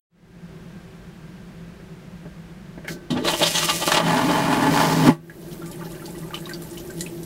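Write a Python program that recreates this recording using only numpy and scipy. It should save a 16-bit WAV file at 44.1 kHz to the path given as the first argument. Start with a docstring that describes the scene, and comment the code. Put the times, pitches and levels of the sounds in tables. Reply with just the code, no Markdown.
"""Vacuum toilet flush

A vent hums in a small cubicle. The button clicks, the drain valve thuds open, and the water is
slurped out in spitting gulps. Air then roars down the empty pipe until the valve slams shut.
A limiter briefly turns everything down at the slam, and rinse jets patter and drip into the bowl."""
import sys
import numpy as np
from scipy import signal
from scipy.fft import rfft, irfft, next_fast_len
from scipy.io import wavfile
from scipy.ndimage import uniform_filter1d, minimum_filter1d, map_coordinates

SR = 44100
rng = np.random.default_rng(int(sys.argv[2]) if len(sys.argv) > 2 else 0)


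def unload_audio(sound):
    """Save the sound as a 16-bit wav file, at the path given as the first command line argument."""
    columns = np.transpose(np.atleast_2d(sound))
    # keep every value between -1 and 1, then stretch to whole-number steps
    steps = np.round(np.clip(columns, -1, 1) * 32767)
    wavfile.write(sys.argv[1], SR, steps.astype(np.int16))


N = 319725
T = np.arange(N) / SR

# The broad tone of each sound, from bass to treble: (frequency [Hz], relative level [dB])
VENT_TONE = [(12, -18), (20, -24), (49, -13), (134, -11.5), (172, -0.5), (277, -16.5), (377, -13.5),
             (410, -18.5), (513, -21), (558, -24.5), (624, -18.5), (698, -23.5), (1370, -26.5),
             (1610, -25.5), (16000, -50)]  # air in the duct
PLASTIC_TONE = [(100, -6), (400, 5.5), (1100, -9), (1600, 1.5), (2100, -4), (3000, -8.5), (5000, -22),
                (10000, -23), (15500, -30)]  # knocks on plastic
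PUFF_TONE = [(800, -3.5), (2000, -13), (4500, 3), (6500, -0.5), (9000, -7.5), (15500, -9.5)]  # the button's puff, and mist in the pipe
WASH_TONE = [(40, -16), (100, -21.5), (160, -1.5), (250, -6), (295, -6), (345, 0), (420, -7.5), (520, -17),
             (900, -24.5), (1500, -62), (4000, -31)]  # rinse water drumming on the bowl
JET_TONE = [(500, 2), (1500, -24), (3000, 8), (6000, 5.5), (7600, -1.5), (10000, -7.5), (13000, 4),
            (15500, -0.5)]  # hissing rinse jets
SPIT_TONE = [(1000, -48), (3500, 7), (5500, 3), (7600, 8.5), (10000, 4.5), (15500, -6.5)]  # spitting nozzles
THUD_TONE = [(30, -22), (80, -19.5), (170, 5), (450, 6.5), (1200, 0.5), (3000, -3), (12000, -34)]  # what the bowl lets out of the pipe's ring
SPRAY_TONE = [(40, -13), (120, -6), (350, -3), (700, -12.5), (1500, -17), (2400, -8), (3400, -8),
              (5000, -6.5), (8000, -7.5), (11000, -11), (15500, -17.5)]  # water tearing at the outlet
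GULP_TONE = [(80, -23), (300, -5.5), (550, -8), (1100, 1), (2000, -5.5), (3300, 3.5), (4300, 0.5),
             (5300, -4), (7000, -6), (10000, -13.5), (15500, -27)]  # gulps of water and air
DRONE_TONE = [(30, -29), (95, -18), (135, -5), (200, -7), (250, 2.5), (300, 2.5), (335, -18.5), (400, -5),
              (520, -17.5), (900, -41.5)]  # air in the pipe
ROAR_TONE = [(150, -19.5), (450, -17.5), (700, -4), (900, 1.5), (1100, 0.5), (1400, -5.5), (2100, -9),
             (3200, -13.5), (4500, -16.5), (6000, -21), (10000, -23.5), (15500, -35)]  # air in the bowl

# Resonances (pitches that ring) and the dips between them: (frequency [Hz], width [Hz], boost [dB])
DUCT_PEAKS = [(49, 21, 9.5), (123, 4.3, 11), (163.5, 30, 7), (280, 40, -6), (313, 35, 6), (380, 14, 8),
              (518, 14, 7.5), (1583, 9.6, 12)]  # the vent's hum
BUTTON_PEAKS = [(1590, 200, 7), (2210, 290, 8)]  # the button's ring
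BOWL_PEAKS = [(163.6, 14, 14.5), (339.8, 33.5, 9), (590.6, 67, 12), (652.6, 25, 7.5), (780, 31, 4),
              (768, 25, -6), (864, 72, 9), (1185, 20, 11), (1295, 75, -6), (1344, 14, 6.5), (1532, 5.9, 11),
              (1590, 99, 0.5), (1720, 35, 6.5), (1984, 39, -13), (1954, 80, 15), (2163, 41, 4),
              (2475, 22, 9.5), (2580, 70, -1.5), (2821, 46, 8.5), (3066, 34, 10), (3330, 19, 1.5),
              (3880, 17, 4), (4740, 10, -2)]  # the bowl and cubicle
EMPTY_BOWL_PEAKS = [(555, 25, -5), (845, 40, 3), (1270, 70, -5), (1438, 20, 4), (1567, 30, 4),
                    (1737, 28, 4), (2030, 90, -4), (2403, 24, 4), (2630, 60, -4), (3337, 18, 5),
                    (4813, 22, 6)]  # the sharper ring that an empty bowl adds

# The cubicle's echo: (frequency [Hz], time to fade by 60 dB [s])
ECHO_TIMES = [(150, 0.022), (1000, 0.058), (4000, 0.07), (12000, 0.22)]
# How much of the echo differs between the ears: (frequency [Hz], level [dB])
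STEREO_WIDTH = [(50, -23), (90, -27), (170, -36), (400, -30), (1200, -25), (3500, -19.5), (10000, -16)]
# Light knocks and the button: (time [s], relative level [dB], fade time [s], tilt [dB per octave])
BUTTON_KNOCKS = [(1.8, -37.5, 0.012, -6), (2.254, -28, 0.012, -10), (2.777, -31, 0.012, -7),
                 (2.846, -35.5, 0.025, -1), (2.88, -25, 0.015, 2.5), (2.904, -33, 0.073, -15.5)]
# The stronger spits from the rinse nozzles: (time [s], relative level [dB])
STRONG_SPITS = [(5.714, -25), (5.902, -34), (6.062, -28), (6.106, -30), (6.345, -31), (6.404, -31),
                (6.494, -24), (6.621, -25), (6.71, -28.5), (6.779, -26), (6.905, -28.5), (6.995, -24),
                (7.008, -13.5), (7.232, -25.5)]
# Large drops that trap a bubble: (time [s], relative level [dB], bubble pitch [Hz])
BIG_DROPS = [(5.297, -29, 1650), (5.514, -40.5, 3370), (5.618, -35, 1350), (5.728, -38.5, 3150),
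             (5.812, -33.5, 1165), (5.822, -35, 1480), (6.019, -36, 1335), (6.057, -32, 4560),
             (6.15, -41.5, 1940), (6.306, -35, 1437), (6.334, -27, 1195), (6.343, -19.5, 2966),
             (6.456, -30.5, 3810), (6.467, -33, 1102), (6.493, -32, 1870), (6.511, -29.5, 1540),
             (6.535, -25.5, 4600), (6.774, -31.5, 2960), (6.9, -36, 1536), (7.008, -35, 1920),
             (7.007, -30, 4040), (7.063, -28.5, 2540)]
# The drain valve opens, rebounds and slams shut: (time [s], relative level [dB])
VALVE_STROKES = [(3.104, -26), (3.157, -38), (5.087, -2), (5.097, -4)]
# The notes of the jolted pipe: (frequency [Hz], relative level [dB], time to fade by 60 dB [s])
PIPE_NOTES = [(158.2, 7, 0.18), (249.8, 8.5, 0.35), (338.3, -3.5, 0.18), (581, -14.5, 0.14),
              (649, -13.5, 0.19), (827, -14.5, 0.15), (1023, -9.5, 0.093), (1137, -12.5, 0.2),
              (1924, -15, 0.14)]
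# Gulps of water and air:
# (peak time [s], relative level [dB], rise time [s], tilt [dB per octave], air pocket pitch [Hz])
WATER_GULPS = [(3.106, -27, 0.0016, 0, 3710), (3.12, -21, 0.009, -12.5, 216),
               (3.165, -22.5, 0.0099, -9, 110), (3.174, -24.5, 0.0054, -6.5, 1820),
               (3.249, -18.5, 0.0025, -6.5, 464), (3.285, -16, 0.018, -3, 3900),
               (3.338, -20.5, 0.013, -5, 2910), (3.42, -14.5, .01, -5.5, 565),
               (3.434, -13.7, .011, 1, 3530), (3.472, -17.5, .014, .5, 5000),
               (3.554, -18.3, .0087, 2, 3250), (3.585, -18, 0.031, 0.5, 6350),
               (3.632, -20, 0.023, 1.5, 1240), (3.699, -15, 0.014, -0.5, 1210),
               (3.828, -18.7, 0.012, -3.5, 830), (3.877, -16, 0.0012, -4.5, 1120),
               (3.889, -19.5, 0.0066, -2, 590), (3.919, -11.5, 0.0011, -1, 1730),
               (3.947, -14.5, 0.0044, -1.5, 2400), (3.974, -11, 0.0089, -2.5, 970),
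               (4.003, -17, 0.0066, -5, 1170), (4.07, -20.5, 0.021, -4.5, 204),
               (4.182, -19.5, 0.015, -4.5, 910), (4.304, -14.5, 0.017, -7, 263.3),
               (5.053, -13, .0014, -8, 590)]
# The last sheets of water, torn into mist by the air: (start [s], end [s], level [dB])
MIST_BURSTS = [(3.978, 4.18, -40.5), (4.202, 4.405, -37), (4.666, 4.925, -31.5), (4.91, 5.08, -35)]

# The valve opens, air breaks into the outlet, the bowl is empty, the valve shuts, the rinse starts.
OPEN_S, BREAK_S, EMPTY_S, SHUT_S, RINSE_S = 3.104, 3.24, 3.96, 5.087, 5.17


def amp(db):
    """Turn decibels into a number to multiply by."""
    return 10 ** (np.asarray(db) / 20)


def unit(x):
    """Scale a sound to an average power of 1."""
    return x / np.sqrt(np.mean(x ** 2) + 1e-20)


def along(points, hz):
    """Read between (frequency, value) points, with octaves evenly spaced."""
    freqs, values = np.transpose(points)
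    return np.interp(np.log(hz + 1), np.log(freqs + 1), values)


def wobble(rate):
    """A smooth curve through `rate` random values a second."""
    return map_coordinates(rng.standard_normal(int(N * rate / SR) + 4), [T * rate])


def envelope(start, attack, end=np.inf, release_db=0, grow_db=0):
    """Fade in over `attack` seconds; gain grow_db a second until `end`, then lose release_db a second."""
    held = np.clip(T, start, end) - start
    fade_in = np.clip((T - start) / attack, 0, 1)
    return fade_in * amp(grow_db * held - release_db * np.maximum(T - end, 0))


def colour(x, tone, peaks=(), tilt_db=0):
    """Filter a sound with a broad tone, resonances, and a tilt per octave above 300 Hz."""
    size = 2 * next_fast_len(len(x) // 2 + SR // 8, real=True)
    hz = np.fft.rfftfreq(size, 1 / SR)
    db = along(tone, hz) + tilt_db * np.log2(np.maximum(hz, 300) / 300)
    db = db + sum(boost / (1 + (2 * (hz - f) / width) ** 2) for f, width, boost in peaks)
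    # these steps make the filter ring after each hit, never before it
    cepstrum = irfft(np.log(unit(amp(db))))
    cepstrum[1:size // 2] *= 2
    cepstrum[size // 2 + 1:] = 0
    return irfft(rfft(x, size) * np.exp(rfft(cepstrum)), size)[:len(x)]


def add(track, s, sound):
    """Mix a sound into the track at `s` seconds."""
    part = track[max(round(s * SR), 0):][:len(sound)]
    part += sound[:len(part)]


def burst(t, fall):
    """Noise that dies away, to about a third every `fall` seconds."""
    return rng.standard_normal(len(t)) * np.exp(-t / fall)


def patter(rate, spread_db):
    """Tiny random impacts of uneven size, about `rate` a second."""
    size = amp(spread_db * np.clip(rng.standard_normal(N), -2, 2))
    return unit((rng.random(N) < rate / SR) * size * rng.standard_normal(N))


def bubble(hz, cycles, glide=0.02):
    """A trapped bubble rings briefly, its pitch rising a little."""
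    t = T[:SR // 16]
    age = t * hz / cycles
    phase = 2 * np.pi * np.cumsum(hz * (1 + glide * np.tanh(age / 2))) / SR
    return np.sin(phase) * np.exp(-age) * (1 - np.exp(-t * hz))


def room(x, wet_db):
    """Blend in the short, dense echo off the cubicle's walls; a higher wet_db gives more echo."""
    hz, t, spectrum = signal.stft(rng.standard_normal(SR // 3), SR, nperseg=256)
    decay = amp(-60 * t / along(ECHO_TIMES, hz)[:, None])
    tail = signal.istft(spectrum * decay, SR, nperseg=256)[1]
    echo = signal.fftconvolve(x, np.pad(tail, (SR // 400, 0)) / np.linalg.norm(tail))[:N]
    return (x + amp(wet_db) * echo) / np.hypot(1, amp(wet_db))


def ventilation():
    """Steady air hums in the duct."""
    return amp(-40) * unit(colour(rng.standard_normal(N), VENT_TONE, DUCT_PEAKS))


def button():
    """Knocks on plastic, then a short puff of air from the button's control valve."""
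    out, t = np.zeros(N), T[:SR // 4]
    for s, db, fall, tilt_db in BUTTON_KNOCKS:
        add(out, s, amp(db) * colour(burst(t, fall), PLASTIC_TONE, BOWL_PEAKS + BUTTON_PEAKS, tilt_db))
    puff_level = amp(-39) * envelope(start=2.872, attack=0.021, end=2.93, release_db=496)
    return out + puff_level * unit(colour(rng.standard_normal(N), PUFF_TONE))


def drips(small_bubbles=7):
    """Each drop slaps the pool, traps one main bubble and scatters weaker ones."""
    out, t = np.zeros(N), T[:SR // 20]
    for s, db, hz in BIG_DROPS:
        slap = colour(burst(t, fall=0.0096), [(hz / 3, -25), (hz, 0), (hz * 3, -22)])
        add(out, s, amp(db + 3.5) * bubble(hz, cycles=11))
        add(out, s, amp(db - 9) * slap)
        for delay, pitch, weakness in rng.random((small_bubbles, 3)):
            level = amp(db - 0.5 - 10 * weakness - 9 * delay)
            add(out, s + 0.054 * delay, level * bubble(hz * 2 ** (pitch - .5), cycles=3.6))
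    # drops land near the rim, so the bowl rings only faintly
    faint_peaks = [(hz, width, boost / 2) for hz, width, boost in BOWL_PEAKS]
    return room(colour(out, [(300, 0.011), (5000, 0)], faint_peaks), wet_db=-2)


def froth(low_hz, high_hz, count):
    """A swarm of small bubbles rings at random moments while the rinse runs."""
    out = np.zeros(N)
    for when, pitch, weakness in rng.random((count, 3)):
        hz = low_hz * (high_hz / low_hz) ** pitch
        s = RINSE_S + when * (T[-1] - RINSE_S)
        add(out, s, amp(-14 * np.sqrt(weakness)) * bubble(hz, cycles=4))
    return out / np.std(out[T > RINSE_S])


def spits(weak_count=14):
    """The nozzles spit sharply, with weaker spits at random once the rinse is at full pressure."""
    out, t = np.zeros(N), T[:SR // 20]
    start = RINSE_S + 0.25
    weak_spits = [(start + when * (T[-1] - start), -29.5 - 10.5 * weakness)
                  for when, weakness in rng.random((weak_count, 2))]
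    for s, db in STRONG_SPITS + weak_spits:
        squeak = [(rng.uniform(7000, 14000), 2500, 6)]  # each spit has its own brightness
        add(out, s, amp(db - 7.5) * colour(burst(t, fall=0.004), SPIT_TONE, squeak))
    return out


def rinse(covered_s=6.45):
    """Thin jets drum on the bowl, hiss, fizz and spit; the churning eases once the pool is covered."""
    flow = envelope(RINSE_S, attack=0.14, grow_db=0.72)
    wash = amp(-37) * flow * unit(colour(rng.standard_normal(N), WASH_TONE, BOWL_PEAKS))
    droplets = amp(6.5 * wobble(45)) * patter(rate=4300, spread_db=6)
    hiss = amp(-2.5) * unit(colour(droplets, JET_TONE, BOWL_PEAKS))
    fizz = amp(-4) * froth(low_hz=8000, high_hz=15000, count=260)
    jets = amp(-52) * flow * (hiss + fizz)
    churn_level = amp(-49.5) * envelope(RINSE_S, attack=0.72, end=covered_s, release_db=19)
    bubbles = froth(low_hz=750, high_hz=4800, count=520)
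    pool = churn_level * colour(bubbles, [(300, 0), (5000, 0)], BOWL_PEAKS)
    return wash + room(jets + pool + spits(), wet_db=-0.5)


def valve():
    """Each stroke of the drain valve sends a jolt of pressure ringing through the pipe."""
    out, t = np.zeros(N), T[:SR // 2]
    ring = sum(amp(db) * np.sin(2 * np.pi * hz * t) * np.exp(-np.log(1000) * t / ring_s)
               for hz, db, ring_s in PIPE_NOTES)
    thud = colour(ring, THUD_TONE)
    for s, db in VALVE_STROKES:
        add(out, s, amp(db + 10.5) * thud / np.abs(thud).max())
    return out


def gurgle(start_hz=237.3, first_octave_s=.155, width_hz=240):
    """The column of water in the outlet rings with a rough note that climbs ever faster as it shortens."""
    octaves = np.clip((T - OPEN_S) / first_octave_s, 0, 1.4) ** 2
    phase = 2 * np.pi * np.cumsum(start_hz * 2 ** octaves) / SR
    level = amp(-28 + 3 * wobble(45))
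    level *= envelope(OPEN_S, attack=.012, end=3.28, release_db=195, grow_db=-26)
    rough_note = wobble(width_hz) * np.cos(phase) + wobble(width_hz) * np.sin(phase)
    return level * unit(rough_note)


def spray():
    """Water seeps faintly while it covers the outlet, then tears into spray as air breaks in."""
    seep = amp(-52.5) * envelope(OPEN_S, attack=.01, end=BREAK_S, release_db=302.5)
    full_flow = amp(-30) * envelope(BREAK_S, attack=0.033, end=EMPTY_S, release_db=400, grow_db=4.5)
    level = (seep + full_flow) * amp(2 * wobble(60))
    return level * unit(colour(patter(rate=13000, spread_db=-4.5), SPRAY_TONE, BOWL_PEAKS))


def gulps(first_fall_s=0.022, last_fall_s=0.0063, shrink_s=1.2):
    """Lumps of water go down as crackling gulps, each ringing its own pocket of air."""
    out, t = np.zeros(N), T[:SR // 3] - .1  # t is zero at the gulp's peak
    for s, db, rise, tilt_db, pocket_hz in WATER_GULPS:
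        # gulps die faster as the bowl empties
        fall = max(first_fall_s * np.exp((OPEN_S - s) / shrink_s), last_fall_s)
        swell = np.exp(np.minimum(t / rise, -t / fall))
        roughness = unit(uniform_filter1d(rng.standard_normal(len(t)), size=60))
        tearing = unit(amp(1.5 * roughness) * rng.standard_normal(len(t)))
        boost_db = 9 + 20.5 * np.exp(-pocket_hz / 160)  # big, low pockets ring hardest
        pocket = [(pocket_hz, 60 + 0.12 * pocket_hz, boost_db)]
        add(out, s + t[0], amp(db) * colour(swell * tearing, GULP_TONE, BOWL_PEAKS + pocket, tilt_db))
    return out


def airflow(lead_s=0.11, choke_s=0.019):
    """Swirling air drones in the pipe and roars in the bowl; the last water flutters and sizzles in it."""
    start, end = EMPTY_S - lead_s, SHUT_S + choke_s
    surge = amp(4.5 * np.exp(-np.abs(T - SHUT_S) / .028))  # the closing valve squeezes the air
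    drone_level = amp(-24 + wobble(13)) * surge
    drone_level *= envelope(start, attack=0.27, end=SHUT_S, release_db=298, grow_db=3.5)
    roar_level = amp(-22) * surge * envelope(start, attack=0.13, end=end, release_db=472, grow_db=2)
    mist_level = sum(amp(db) * envelope(s, attack=0.071, end=until, release_db=300)
                     for s, until, db in MIST_BURSTS)
    flutter = amp(2.2 * wobble(25) + 2.1 * wobble(260))
    drone = drone_level * unit(colour(rng.standard_normal(N), DRONE_TONE, BOWL_PEAKS))
    sizzle = mist_level * unit(colour(patter(rate=4800, spread_db=0.5), PUFF_TONE, BOWL_PEAKS))
    swirl = flutter * rng.standard_normal(N)
    roar = roar_level * unit(colour(swirl, ROAR_TONE, BOWL_PEAKS + EMPTY_BOWL_PEAKS))
    return drone + room(sizzle + roar, wet_db=-6.5)


def scene():
    """Mix it all; only the wall echoes of the air and water differ between the ears."""
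    rushing = spray() + gulps() + gurgle() + airflow() + rinse() + drips()
    middle = ventilation() + button() + valve() + rushing
    echo_spectrum = rfft(room(rushing, wet_db=31))
    width = amp(along(STEREO_WIDTH, np.fft.rfftfreq(N, 1 / SR)))
    side = irfft(echo_spectrum * width, N)
    return np.array([middle + side, middle - side])


def limiter(x, ceiling_db, hold_s, release_db):
    """Peaks over the ceiling turn the volume down; it waits, then climbs back by release_db a second."""
    over_db = np.maximum(20 * np.log10(np.abs(x).max(axis=0) + 1e-9) - ceiling_db, 0)
    half = int(hold_s * SR / 2)
    held_db = -minimum_filter1d(-over_db, 2 * half + 1, origin=half)
    cut_db = np.maximum.accumulate(held_db + release_db * T) - release_db * T
    # looking a little ahead lets the volume fall smoothly before the peak
    return x * uniform_filter1d(minimum_filter1d(amp(-cut_db), size=221), size=221)


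def record(dry):
    """Fade the sound in, hold down its peaks and cut off the very highest treble."""
    faded = dry * envelope(start=0.097, attack=0.45)
    limited = limiter(faded, ceiling_db=-.15, hold_s=0.19, release_db=35)
    hz = np.fft.rfftfreq(N, 1 / SR)
    return irfft(rfft(limited) * (hz < 15750), N)


dry = scene()
out = record(dry)
unload_audio(out)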